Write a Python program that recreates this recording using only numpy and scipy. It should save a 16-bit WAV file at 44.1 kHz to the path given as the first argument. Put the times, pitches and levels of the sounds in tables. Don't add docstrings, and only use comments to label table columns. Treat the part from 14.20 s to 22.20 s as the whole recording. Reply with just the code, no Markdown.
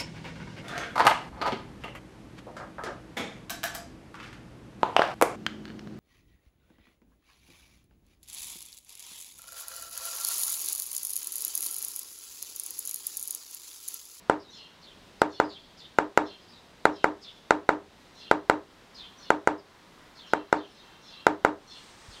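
import sys
import numpy as np
from scipy import signal
from scipy.fft import rfft, irfft
from scipy.io import wavfile
from scipy.ndimage import uniform_filter1d

SR = 44100
rng = np.random.default_rng(int(sys.argv[2]) if len(sys.argv) > 2 else 0)


def generate_wav(signal):
    frames = np.transpose(np.atleast_2d(signal))
    scaled = np.clip(frames, -1, 1) * 32767
    pcm = np.round(scaled).astype(np.int16)
    wavfile.write(sys.argv[1], SR, pcm)


def nominal_scale(level):
    x = np.asarray(level, float) / 20
    return 10 ** x


N = 352800


def level(x, db):
    return x * nominal_scale(db) / np.sqrt(np.mean(x ** 2))


def colour(x, hz, db):
    bins = np.arange(len(x) // 2 + 1) * SR / len(x) + 1
    gain_db = np.interp(np.log(bins), np.log(hz), db)
    return irfft(rfft(x) * nominal_scale(gain_db), len(x))


def ring(t, hz, t60):
    return np.sin(2 * np.pi * hz * t) * 1000. ** (-t / t60)


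def add(out, s, x):
    i = int(s * SR)
    out[i:i + len(x)] += x[:N - i]


def walk(rate):
    k = int(SR / rate)
    steps = np.repeat(rng.standard_normal(N // k + 1), k)
    return level(uniform_filter1d(steps, k)[:N], 0)


def noise(count):
    return rng.standard_normal(count)


# frequency in Hz, density in dB per Hz.
TOWN_SPECTRUM = [(15, -57), (25, -4), (135, -6), (182, -1.5), (226, -3.5), (410, -6), (470, -7),
                 (651, -8.5), (1010, -12.5), (1150, -16), (3810, -14.5), (14400, -38), (16500, -44)]


def town():
    rumble = level(colour(noise(N), *np.transpose(TOWN_SPECTRUM)), 3.44)
    return rumble * nominal_scale(-60.5 + .6 * walk(3))


# start in seconds, tyre roar in dB.
CAR_APPROACH = [
    (0, -57.5),
    (2.3, -59),
    (3.5, -57.5),
    (4.6, -55.5),
    (5.6, -52),
    (6.7, -54),
    (8, -52.5),
]


def car():
    t = np.arange(N) / SR
    roar_db = np.interp(t, *np.transpose(CAR_APPROACH))
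    in_view_s, corner_s = 7.44, 0.079
    hiss_db = -79.5 + 22.5 * (1 + np.tanh((t - in_view_s) / corner_s)) / 2
    roar = level(colour(noise(N), [400, 943, 2100, 3000], [-24.0, 5.5, -2, -26.5]), -7)
    hiss_hz = [2512, 5000, 7860, 8550, 9200, 10210, 12000, 14000]
    hiss = level(colour(noise(N), hiss_hz, [0.0, 0.0, -4.0, -2.0, -7, -18, -22, -36]), 0.27)
    return roar * nominal_scale(roar_db + 1.1 * walk(8)) + hiss * nominal_scale(hiss_db + 1.3 * walk(15))


def steel_push(contact_ms, lag_ms):
    t_ms = 1000 * np.arange(132) / SR
    hump = np.sin(np.pi * np.clip(t_ms / contact_ms, 0, 1)) ** 2
    main = np.roll(hump, round(lag_ms * SR / 1000))
    return (.05 * hump + .95 * main) / hump.sum()


# frequency in Hz, signed swing, t60 in ms.
BOARD_MODES = [(320, -.25, 14), (580, .27, 12), (930, .72, 16), (1230, -.35, 12), (1410, .52, 20),
               (1530, .86, 15), (1750, -.15, 25), (2060, 1.05, 11), (2340, .75, 9)]
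# delay in ms, signed share.
WALL_ECHOES = [(10.5, -0.066), (15.05, -0.11)]


def board_knock(t, push):
    board = np.zeros(len(t))
    for hz, swing, ms in BOARD_MODES:
        board += swing * ring(t, hz * (1 + .01 * rng.standard_normal()), ms / 1000)
    knock = np.convolve(push, board)[:len(t)]
    knock = signal.lfilter(*signal.butter(1, 230, "high", fs=SR), knock)
    for ms, share in WALL_ECHOES:
        knock += share * np.roll(knock, int(ms * SR / 1000))
    return knock


# frequency in Hz, level in dB, t60 in ms.
SHANK_MODES = [(7290, 3.5, 3.8), (5360, -18, 4.5), (4130, -6, 5.6), (3770, -25, 0.62), (3000, 1.5, 3.5),
               (8300, -32, 1.6), (3840, -27.5, 260)]


def steel_tick(t):
    steel = np.zeros(len(t))
    for hz, db, ms in SHANK_MODES:
        steel -= nominal_scale(db) * ring(t, hz * (1 + .01 * rng.standard_normal()), ms / 1000)
    crack = colour(noise(len(t)), [1500, 3000, 7500, 11000, 16000], [3, 12, 8.5, 14, -47])
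    crack *= 1000. ** (-t / 0.016)
    return uniform_filter1d(steel + nominal_scale(-7.0) * crack, size=4)


# frequency in Hz, level in dB, t60 in seconds, build-up in ms.
BENCH_MODES = [(404, -4, .25, 48), (426, -9, .1, 12), (972, 2, .07, 6), (88, -28, .4, 30),
               (510, -10, .15, 20), (655, -9, .24, 85), (800, -8, .12, 22), (2060, -20, .1, 10)]


def bench_ring(t):
    out = np.zeros(len(t))
    for hz, db, t60, ms in BENCH_MODES:
        swell = 1 - np.exp(-(1000 * t / ms) ** 4)
        fade = 1000. ** (-(t / t60) ** 1.5)
        out += rng.choice([-1, 1]) * nominal_scale(db) * np.sin(2 * np.pi * hz * t) * fade * swell
    bloom_hz, bloom_db, rise_s, fade_s = 304.4, 6.5, 0.047, 0.15
    bloom = (1 - np.exp(-(t / rise_s) ** 2)) * 1000. ** (-(t / fade_s) ** 2)
    return out + nominal_scale(bloom_db) * np.sin(2 * np.pi * bloom_hz * t) * bloom


# frequency in Hz, level in dB, t60 in seconds.
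ROOM_DECAY = [(100, -15, 0.21), (226, -8.5, 0.3), (330, -5, 0.33), (590, -2.5, 0.28), (894, 2.5, 0.21),
              (1390, -7, 0.24), (2230, -17, 0.19), (3200, -25, 0.19), (5000, -33, 0.23),
              (8000, -34.5, 0.15), (9900, -68, 0.067), (13990, -84, 0.066)]


def room_echoes(t):
    spectrum = rfft(noise(len(t)))
    log_hz = np.log(np.arange(len(t) // 2 + 1) * SR / len(t) + 1)
    hz, db, t60 = np.transpose(ROOM_DECAY)
    out = np.zeros(len(t))
    for share, g, fade in zip(np.eye(len(hz)), db, t60):
        band = irfft(spectrum * np.interp(log_hz, np.log(hz), share), len(t))
        out += band * nominal_scale(g) * 1000. ** (-(t / fade) ** 0.96)
    return out * (1 - np.exp(-(t / 0.0075) ** 2))


# start in seconds, push in dB, contact in ms, steel tick in dB.
BLOWS = [(.0975, -.7, .88, -28), (1.0173, -.4, .83, -23.5), (1.2, 0, .79, -25.5), (1.786, -1.5, .71, -25),
         (1.9749, 1.1, .72, -20), (2.6536, -.2, .67, -22), (2.8427, -1.2, .65, -25),
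         (3.3072, -.6, .67, -21), (3.4908, -.2, .69, -25), (4.1126, -.2, .73, -22), (4.2977, .4, .71, -20),
         (5.1037, -1, .72, -23.5), (5.2735, -.5, .71, -24), (6.1343, -3.8, .74, -27),
         (6.3271, -.2, .76, -25), (7.0668, .5, .7, -22.5), (7.2486, .4, .72, -22)]


def mallet():
    out, t = np.zeros(N), np.arange(SR // 2) / SR
    room, bench = room_echoes(t), bench_ring(t)
    for k, (s, db, contact_ms, tick_db) in enumerate(BLOWS):
        lag_ms = (.5, .6)[k % 2] - .035 * db
        room_db = (-28.5, -29.5)[k % 2] + db - 9.5 * contact_ms
        knock = board_knock(t, steel_push(contact_ms, lag_ms))
        tail = nominal_scale(19.0) * (room + 0.25 * room_echoes(t)) + bench
        add(out, s, nominal_scale(db + .45) * knock)
        add(out, s, nominal_scale(room_db + 12.0) * tail)
        add(out, s + 0.00017, nominal_scale(tick_db + 2.0) * steel_tick(t))
    return out


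def smooth_noise(count, size, passes):
    x = noise(count)
    for _ in range(passes):
        x = uniform_filter1d(x, size=size)
    return level(x, 0)


def whistles(table, echo_db, echo_t60, throb_db):
    dry = np.zeros(N)
    for s, length, hz0, hz1, db, hoarse_hz in table:
        u = np.linspace(0, 1, int(length * SR))
        flutter = smooth_noise(len(u), 130, 1)
        throb = smooth_noise(len(u), 300, 2)
        hz = hz1 + (hz0 - hz1) * (1 - u) ** 0.96 + hoarse_hz * flutter
        harsh_hz = hz + 3 * hoarse_hz * flutter[::-1]
        voice = np.sin(2 * np.pi * np.cumsum(hz) / SR)
        voice += 0.3 * np.sin(2 * np.pi * np.cumsum(harsh_hz) / SR)
        add(dry, s, nominal_scale(db + throb_db * throb) * np.sin(np.pi * u) ** .5 * voice)
    t = np.arange(SR) / SR
    fronts = noise(SR) * (rng.random(SR) < .04)
    yard = fronts * 1000. ** (-t / .12) + nominal_scale(-27) * noise(SR) * 1000. 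** (-t / echo_t60)
    yard /= np.sqrt(np.sum(yard ** 2))
    return dry + nominal_scale(echo_db) * signal.fftconvolve(dry, yard)[:N]


def calls(table, parts):
    return [(s + entry * length, share * length, up * hz, down * hz, db + part_db, hoarse_hz)
            for s, length, hz, db in table
            for entry, share, up, down, part_db, hoarse_hz in parts]


# entry and length as shares of the call, start and end pitch
# as shares of its pitch, level in dB, hoarseness in Hz.
SWOOP_PARTS = [(0, .6, 2.2, 1.9, -25, 453.5), (.02, .4, 1.66, 1.28, -6.5, 400),
               (.25, .4, 1.33, 1.12, -5.5, 327.7), (.45, .7, 1.13, 1.0, -5.3, 205)]
CHURR_PARTS = [(0, .7, 2.4, 1.85, -15.5, 400), (.02, .6, 2.1, 1.6, -6.5, 200),
               (.04, .85, 1.45, 1.45, -4.1, 100), (.12, .85, 1.5, 1.2, -5, 450),
               (.15, .85, 1.22, 1.13, -2.2, 120), (.3, 0.79, 0.99, .98, -8, 69.7)]
PEEP_PARTS = [(0, 0.98, 1.02, 0.95, 0.004, 130)]
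# start in seconds, length in seconds, pitch in Hz, level in dB.
SWOOPS = [(.61, 0.11, 3100, -53.5), (1.28, 0.1, 3206, -43.5), (1.57, 0.096, 3200, -48.5),
          (3.01, 0.096, 3200, -45.5), (4.74, .13, 3148, -46), (5.95, .13, 2970, -49.5),
          (6.33, 0.13, 3100, -49), (7.9, 0.087, 3150, -49)]
CHURRS = [(.29, 0.19, 2886, -53), (1.09, 0.13, 2970, -53.5), (2.03, 0.13, 2804, -53),
          (2.71, .14, 2736, -56), (3.94, .17, 2797, -54), (4.99, 0.13, 2950, -55.5),
          (6.05, 0.18, 2765, -57), (6.42, 0.4, 2775, -64.5), (6.8, 0.26, 2790, -55),
          (7.46, 0.16, 2902, -54)]
PEEPS = [(.19, 0.048, 5350, -62), (.19, 0.047, 4850, -58), (.22, .1, 3920, -59.5), (1.23, 0.045, 5000, -54),
         (2.21, 0.0454, 4810, -63), (2.27, 0.071, 4850, -60), (2.28, 0.045, 5370, -64),
         (2.32, .07, 3910, -58.5), (2.72, .057, 5480, -65), (4.97, 0.037, 5850, -61),
         (5.38, .03, 4980, -60), (6.58, 0.046, 3800, -60), (.355, .07, 3151, -55), (.62, 0.036, 4130, -65),
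         (.99, 0.038, 4900, -59), (1.29, 0.055, 4600, -52)]


def sparrows():
    chorus = calls(SWOOPS, SWOOP_PARTS) + calls(CHURRS, CHURR_PARTS) + calls(PEEPS, PEEP_PARTS)
    return whistles(chorus, 2.5, .9, 2.8)


# start in seconds, frequency in Hz, level in dB, t60 in seconds.
HAND_BUMPS = [
    (7.885, 83, -27.5, 0.03),
    (7.9, 44, -48, 0.23),
    (0.34, 191.6, -49, 0.065),
]


def hand():
    out, t = np.zeros(N), np.arange(SR // 2) / SR
    for s, hz, db, t60 in HAND_BUMPS:
        add(out, s, nominal_scale(db) * ring(t, hz, t60) * np.minimum(t / 0.0079, 1))
    return out


# start in seconds, length in seconds, start and end pitch in Hz, level in dB, waver in Hz.
BRAKE_SQUEALS = [
    (6.4, .13, 6100, 5950, -72, 30),
    (6.52, .1, 6000, 6180, -70, 30),
    (6.6, .2, 6150, 6050, -72, 30),
    (6.48, .07, 9600, 9200, -74, 40),
]


def brake():
    return whistles(BRAKE_SQUEALS, -7, .3, 1.5)


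def scene():
    return (town() + car() + mallet() + sparrows() + hand() + brake())[None]


def band_limit(x):
    return signal.sosfilt(signal.butter(12, 16830, fs=SR, output="sos"), x)


# frequency in Hz, gain in dB.
MICROPHONE = [(20, 0.5), (15600, 1), (16200, -11), (16800, -40)]


def record(dry):
    t = np.arange(SR) / SR
    duck_db = np.zeros(N)
    for s, *_ in BLOWS:
        add(duck_db, s + .004, -4.5 * np.exp(-(t / .2) ** 1.5))
    capsule = dry[0] + 0.11 * dry[0] ** 2
    heard = colour(capsule, *np.transpose(MICROPHONE))[None]
    mix = np.clip(heard * nominal_scale(duck_db), -1, 1)
    return band_limit(mix)


dry = scene()
out = record(dry)
generate_wav(out)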